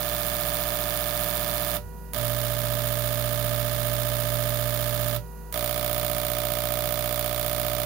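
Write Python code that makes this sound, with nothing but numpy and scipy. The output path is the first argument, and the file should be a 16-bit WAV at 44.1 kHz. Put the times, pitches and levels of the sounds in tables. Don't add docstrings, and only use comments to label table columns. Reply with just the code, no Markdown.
import sys
import numpy as np
from scipy import signal
from scipy.fft import rfft, irfft, next_fast_len
from scipy.io import wavfile
from scipy.ndimage import map_coordinates

SR = 44100
rng = np.random.default_rng(int(sys.argv[2]) if len(sys.argv) > 2 else 0)


def to_wav(s):
    ch = np.atleast_2d(s).T
    pcm = np.round(np.clip(ch, -1, 1) * 32767)
    wavfile.write(sys.argv[1], SR, pcm.astype(np.int16))


N = 346185
T = np.arange(N) / SR
LEAD_IN = SR // 5
RING = SR // 6
RING_T = np.arange(RING) / SR


def amp(db):
    return 10 ** (np.asarray(db) / 20)


def unit(x):
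    return x / np.sqrt(np.mean(x ** 2) + 1e-20)


def gain(points, hz):
    knots_hz, db = np.transpose(points)
    return amp(np.interp(np.log(hz + 1), np.log(knots_hz + 1), db))


def filtered(x, response):
    size = x.shape[-1]
    padded = next_fast_len(size + SR // 4)
    return irfft(rfft(x, padded) * response(np.fft.rfftfreq(padded, 1 / SR)), padded)[..., :size]


def noise(spectrum, correlation, size=N):
    left, right, common = rng.standard_normal((3, size))
    pair = np.sqrt(1 - correlation) * np.array([left, right]) + np.sqrt(correlation) * common
    return unit(filtered(pair, lambda hz: gain(spectrum, hz)))


def wobble(knots_per_s):
    return map_coordinates(rng.standard_normal(int(N * knots_per_s / SR) + 4), [T * knots_per_s])


def pulses(times, sizes, half_taps=8):
    centre = times[:, None] * SR + LEAD_IN
    index = np.floor(centre).astype(int) + np.arange(1 - half_taps, half_taps + 1)
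    offset = index - centre
    taps = sizes[:, None] * np.sinc(offset) * np.cos(np.pi * offset / (2 * half_taps)) ** 2
    inside = (index >= 0) & (index < LEAD_IN + N)
    return np.bincount(index[inside], taps[inside], LEAD_IN + N)


def struck(train, ring):
    return signal.oaconvolve(train[None], ring, axes=1)[:, LEAD_IN:LEAD_IN + N]


def resonate(train, modes):
    def response(hz):
        return sum((-1) ** k * amp(db) * 1j * hz * width / (centre ** 2 - hz ** 2 + 1j * hz * width)
                   for k, (centre, width, db) in enumerate(modes))
    return filtered(train, response)[LEAD_IN:]


def periodic(orders, gains, phases, turns, size=4096):
    grid = np.arange(size + 1) / size
    wave = np.sqrt(2) * gains @ np.cos(2 * np.pi * orders[:, None] * grid + phases[:, None])
    return np.interp(turns % 1, grid, wave)


# (frequency [Hz], relative density [dB])
MOTOR_SPECTRUM = [(25, -22), (60, -11), (105, 4), (200, 6), (280, -4.5), (550, -9), (800, -9),
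                  (1100, -16.5), (1700, -18), (2250, -30), (2850, -19.5), (3500, -47), (6000, -60)]
# (frequency [Hz], relative density [dB])
FLOW_SPECTRUM = [(1000, -30), (3600, -15.5), (4800, -9.5), (5800, -16), (6400, -5), (7000, -12),
                 (7900, -13.5), (9500, -8), (10300, -6), (11900, -3.5), (13300, -6), (14000, -3),
                 (15000, -3), (16000, -5)]
# (frequency [Hz], level [dB])
PUMP_TONES = [(53.7, -42.5), (161.2, -46), (387.6, -52.5), (483.5, -51), (964, -50.5), (1445, -58.5),
              (1927, -62), (2416, -71.5)]


def pump(shaft_hz, speed_drift, waver_db, buzz_db):
    clock = T + speed_drift * np.cumsum(wobble(5)) / SR
    wavers = [amp(waver_db * wobble(12)) if hz > 2 * shaft_hz else 1 for hz, _ in PUMP_TONES]
    tones = sum(np.sqrt(2) * amp(db) * waver * np.sin(2 * np.pi * (hz * clock + rng.random()))
                for (hz, db), waver in zip(PUMP_TONES, wavers))
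    orders = np.arange(2, 56)
    gains = gain(MOTOR_SPECTRUM, orders * shaft_hz) * rng.rayleigh(size=len(orders))
    gains *= np.minimum(orders / 10, 1)
    buzz = periodic(orders, gains, 2 * np.pi * rng.random(len(orders)), clock * shaft_hz)
    rumble = amp(-46.5) * noise(MOTOR_SPECTRUM, correlation=0.94)
    flow = amp(-48.5) * noise(FLOW_SPECTRUM, correlation=0.19)
    return tones + amp(buzz_db) * unit(buzz) + rumble + flow


# (frequency [Hz], relative level [dB])
BOOM_PARTIALS = [(100, 2.5), (86.6, 2.5)]


def boom(start_s, gain_db, rise_s, t60):
    t = np.maximum(T - start_s, 0)
    tones = sum(amp(db) * np.sin(2 * np.pi * hz * t) for hz, db in BOOM_PARTIALS)
    return amp(gain_db - 60 * t / t60) * (1 - np.exp(-t / rise_s)) * tones


FIRING_HZ = 59.34
# (first shot [s], end [s], opening time [s], relative click level [dB],
# relative spray level [dB])
TEST_RUNS = [(-.1805, 1.765, 0.00793, 4, 9), (2.1343, 5.16, 0.011, 2.9, 8), (5.5254, 7.9, .016, 3, 6)]


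def shots():
    rows = [(lift, lift + open_s, k % len(IMPACTS), db) for start, end, open_s, db, _ in TEST_RUNS
            for k, lift in enumerate(np.arange(start, end, 1 / FIRING_HZ))]
    return np.transpose(rows)


# (strength [dB], travel time to the panels [ms])
PRESSURE_KICKS = [(-4.5, 0.23), (2.24, 0.43), (2, 0.0033), (-0.5, 0.011)]
# (frequency [Hz], bandwidth [Hz], gain [dB])
PANEL_MODES = [(590.5, 11.7, 22.5), (640.6, 78, 14), (733.2, 8.9, 14), (1206, 61, 6.5),
               (1309.6, 14.5, 10.5)]
# (frequency [Hz], bandwidth [Hz], gain [dB])
FRAME_MODES = [(117.7, 8.3, 23), (279, 110, 5)]


def cabinet_drone(lift_db, flow_lag_s, waver_db):
    lift, seat, injector, _ = shots()
    kick_db, travel_ms = np.array(PRESSURE_KICKS)[injector.astype(int)].T
    travel_s = travel_ms / 1000
    kicks = pulses(seat + travel_s, amp(kick_db)) - pulses(lift + travel_s, amp(kick_db + lift_db))
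    alike, delay_s = np.ones(len(lift)), 1 / FIRING_HZ
    surges = pulses(seat + delay_s, alike) - pulses(lift + flow_lag_s + delay_s, alike)
    return (resonate(kicks, PANEL_MODES) + resonate(surges, FRAME_MODES)) * amp(waver_db * wobble(8))


# (frequency [Hz], relative density [dB])
SPRAY_SPECTRUM = [(600, -25), (1500, -8.5), (3000, 0.5), (5000, -1.5), (7500, -7.5), (10000, -10),
                  (12500, -4), (15000, -11), (16000, 4)]


def spray(settle_s):
    flow = sum(amp(db) * (T > start) * (T < end + open_s) * ((T - start) % (1 / FIRING_HZ) < open_s)
               for start, end, open_s, _, db in TEST_RUNS)
    pole = np.exp(-1 / (settle_s * SR))
    power = signal.lfilter([1 - pole], [1, -pole], flow ** 2)
    return unit(np.sqrt(power) * noise(SPRAY_SPECTRUM, correlation=0.042))


# (frequency [Hz], relative level [dB], 60 dB decay time [s])
RAIL_MODES = [(863, -3.5, .03), (1136, -6, 0.046), (1250, 2.5, 0.017), (1420, -16, 0.042),
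              (1795, -5, 0.036), (1949, -1, 0.1), (2305, 0, 0.031), (2624, -1.5, 0.044), (3482, 1.5, 0.098),
              (4740, -3, 0.068), (4990, -2.5, 0.044), (6670, -5, 0.079), (9010, 3.5, 0.016),
              (12200, 2, 0.017)]


def rail_ring(scatter_db):
    scatter = scatter_db * rng.standard_normal((len(RAIL_MODES), 2, 1))
    phase = rng.random((len(RAIL_MODES), 2, 1))
    return sum(amp(db + scatter[k] - 60 * RING_T / t60) * np.sin(2 * np.pi * (hz * RING_T + phase[k]))
               for k, (hz, db, t60) in enumerate(RAIL_MODES))


# (start frequency [Hz], relative level [dB], upward glide [Hz/s])
SEAT_PINGS = [(3900, -36, 40000), (3220, -31.5, 0), (3520, -29.5, 70000), (3480, -26.5, 80000)]


def seating_rings(rail_db, ping_rise_s, ping_t60):
    _, seat, injector, db = shots()
    envelope = (1 - np.exp(-RING_T / ping_rise_s)) * amp(-60 * RING_T / ping_t60)
    out = np.zeros((2, N))
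    for k, (hz, ping_db, glide) in enumerate(SEAT_PINGS):
        cycles = hz * RING_T + glide * RING_T ** 2 / 2 + rng.random((2, 1))
        ping = amp(ping_db) * envelope * np.sin(2 * np.pi * cycles)
        train = pulses(seat[injector == k], amp(db[injector == k]))
        out += struck(train, amp(rail_db) * rail_ring(scatter_db=2) + ping)
    return out


def click(grain, snap_db, rattle_db, snap_s, rattle_s, tail_db, t60):
    snap = amp(snap_db) * np.exp(-RING_T / snap_s)
    rattle = amp(rattle_db) * RING_T / rattle_s * np.exp(1 - RING_T / rattle_s)
    tail = amp(tail_db - 60 * RING_T / t60)
    envelope = np.sqrt(snap ** 2 + rattle ** 2 + tail ** 2)
    return np.sqrt(np.mean(envelope ** 2)) * unit(envelope * grain)


# (frequency [Hz], relative density [dB])
BODY_SPECTRUM = [(100, -25), (280, -12.5), (500, -15), (670, 0), (850, 1), (1050, -2), (1250, 1.5),
                 (1650, 0), (2200, -3.5), (2900, -5.5), (3700, -8), (4500, -6.5), (5400, -9), (8000, -22.5)]
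NEEDLE_SPECTRUM = [(4000, -15), (6100, -48), (6700, -12.5), (8200, -22.5), (8800, -4.5), (9500, -13),
                   (10600, -4.5), (11100, -9.5), (12000, -3.5), (12900, -8), (14000, -1.5), (14500, 1),
                   (15300, 1), (16000, -14.5)]
# (lift snap [dB], lift rattle [dB], seat snap [dB], seat rattle [dB])
IMPACTS = [(4, -3, 6, -3.5), (4.5, -16, 5, -4.5), (-7, -2.5, -1, -2.5), (4, -0.5, 0.5, -1.5)]


def injector_clicks(spectrum, shared, lift_db, sharp_db, jitter_s, scatter_db, **decay):
    lift, seat, injector, db = shots()
    common = noise(spectrum, correlation=0.21, size=RING)
    out = np.zeros((2, N))
    for k, (lift_snap, lift_rattle, seat_snap, seat_rattle) in enumerate(IMPACTS):
        own = injector == k
        strokes = (lift[own], lift_db, lift_snap, lift_rattle), (seat[own], 0, seat_snap, seat_rattle)
        for times, force_db, snap_db, rattle_db in strokes:
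            late, strong = rng.standard_normal((len(times), 2)).T
            train = pulses(times + jitter_s * late, amp(db[own] + force_db + scatter_db * strong))
            individual = noise(spectrum, correlation=0.21, size=RING)
            grain = np.sqrt(shared) * common + np.sqrt(1 - shared) * individual
            out += struck(train, click(grain, snap_db + sharp_db, rattle_db, **decay))
    return unit(out)


def scene():
    bodies = amp(-34.5) * injector_clicks(
        BODY_SPECTRUM, shared=0.34, lift_db=-4, sharp_db=-2, jitter_s=6e-6, scatter_db=0.45,
        snap_s=0.0012, rattle_s=0.0017, tail_db=-9, t60=0.13)
    needles = amp(-28.5) * injector_clicks(
        NEEDLE_SPECTRUM, shared=0.16, lift_db=0, sharp_db=1, jitter_s=4.3e-6, scatter_db=1.3,
        snap_s=0.00027, rattle_s=0.00098, tail_db=-10.5, t60=0.13)
    rings = seating_rings(rail_db=-44, ping_rise_s=0.0015, ping_t60=0.03)
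    hiss = amp(-34.5) * spray(settle_s=0.014)
    cabinet = cabinet_drone(lift_db=-3, flow_lag_s=0.00015, waver_db=0.4)
    low_boom = boom(start_s=1.79, gain_db=-33, rise_s=0.038, t60=0.51)
    hum = pump(shaft_hz=53.32, speed_drift=0.000867, waver_db=0.54, buzz_db=-55.5)
    return hum + low_boom + cabinet + hiss + rings + bodies + needles


# (frequency [Hz], gain [dB])
LEFT_SHADOW = [(54, 3.5), (115, -16), (200, -12.5), (400, -13.5), (700, -8), (2400, -13), (5500, -12),
               (7000, -16.5), (7900, -32), (9300, -11.5), (10500, -8.5), (12500, -10), (15000, -26)]


def record(dry, top_hz=15800):
    left = filtered(dry[0], lambda hz: gain(LEFT_SHADOW, hz))
    return filtered(np.array([left, dry[1]]), lambda hz: hz < top_hz)


dry = scene()
out = record(dry)
to_wav(out)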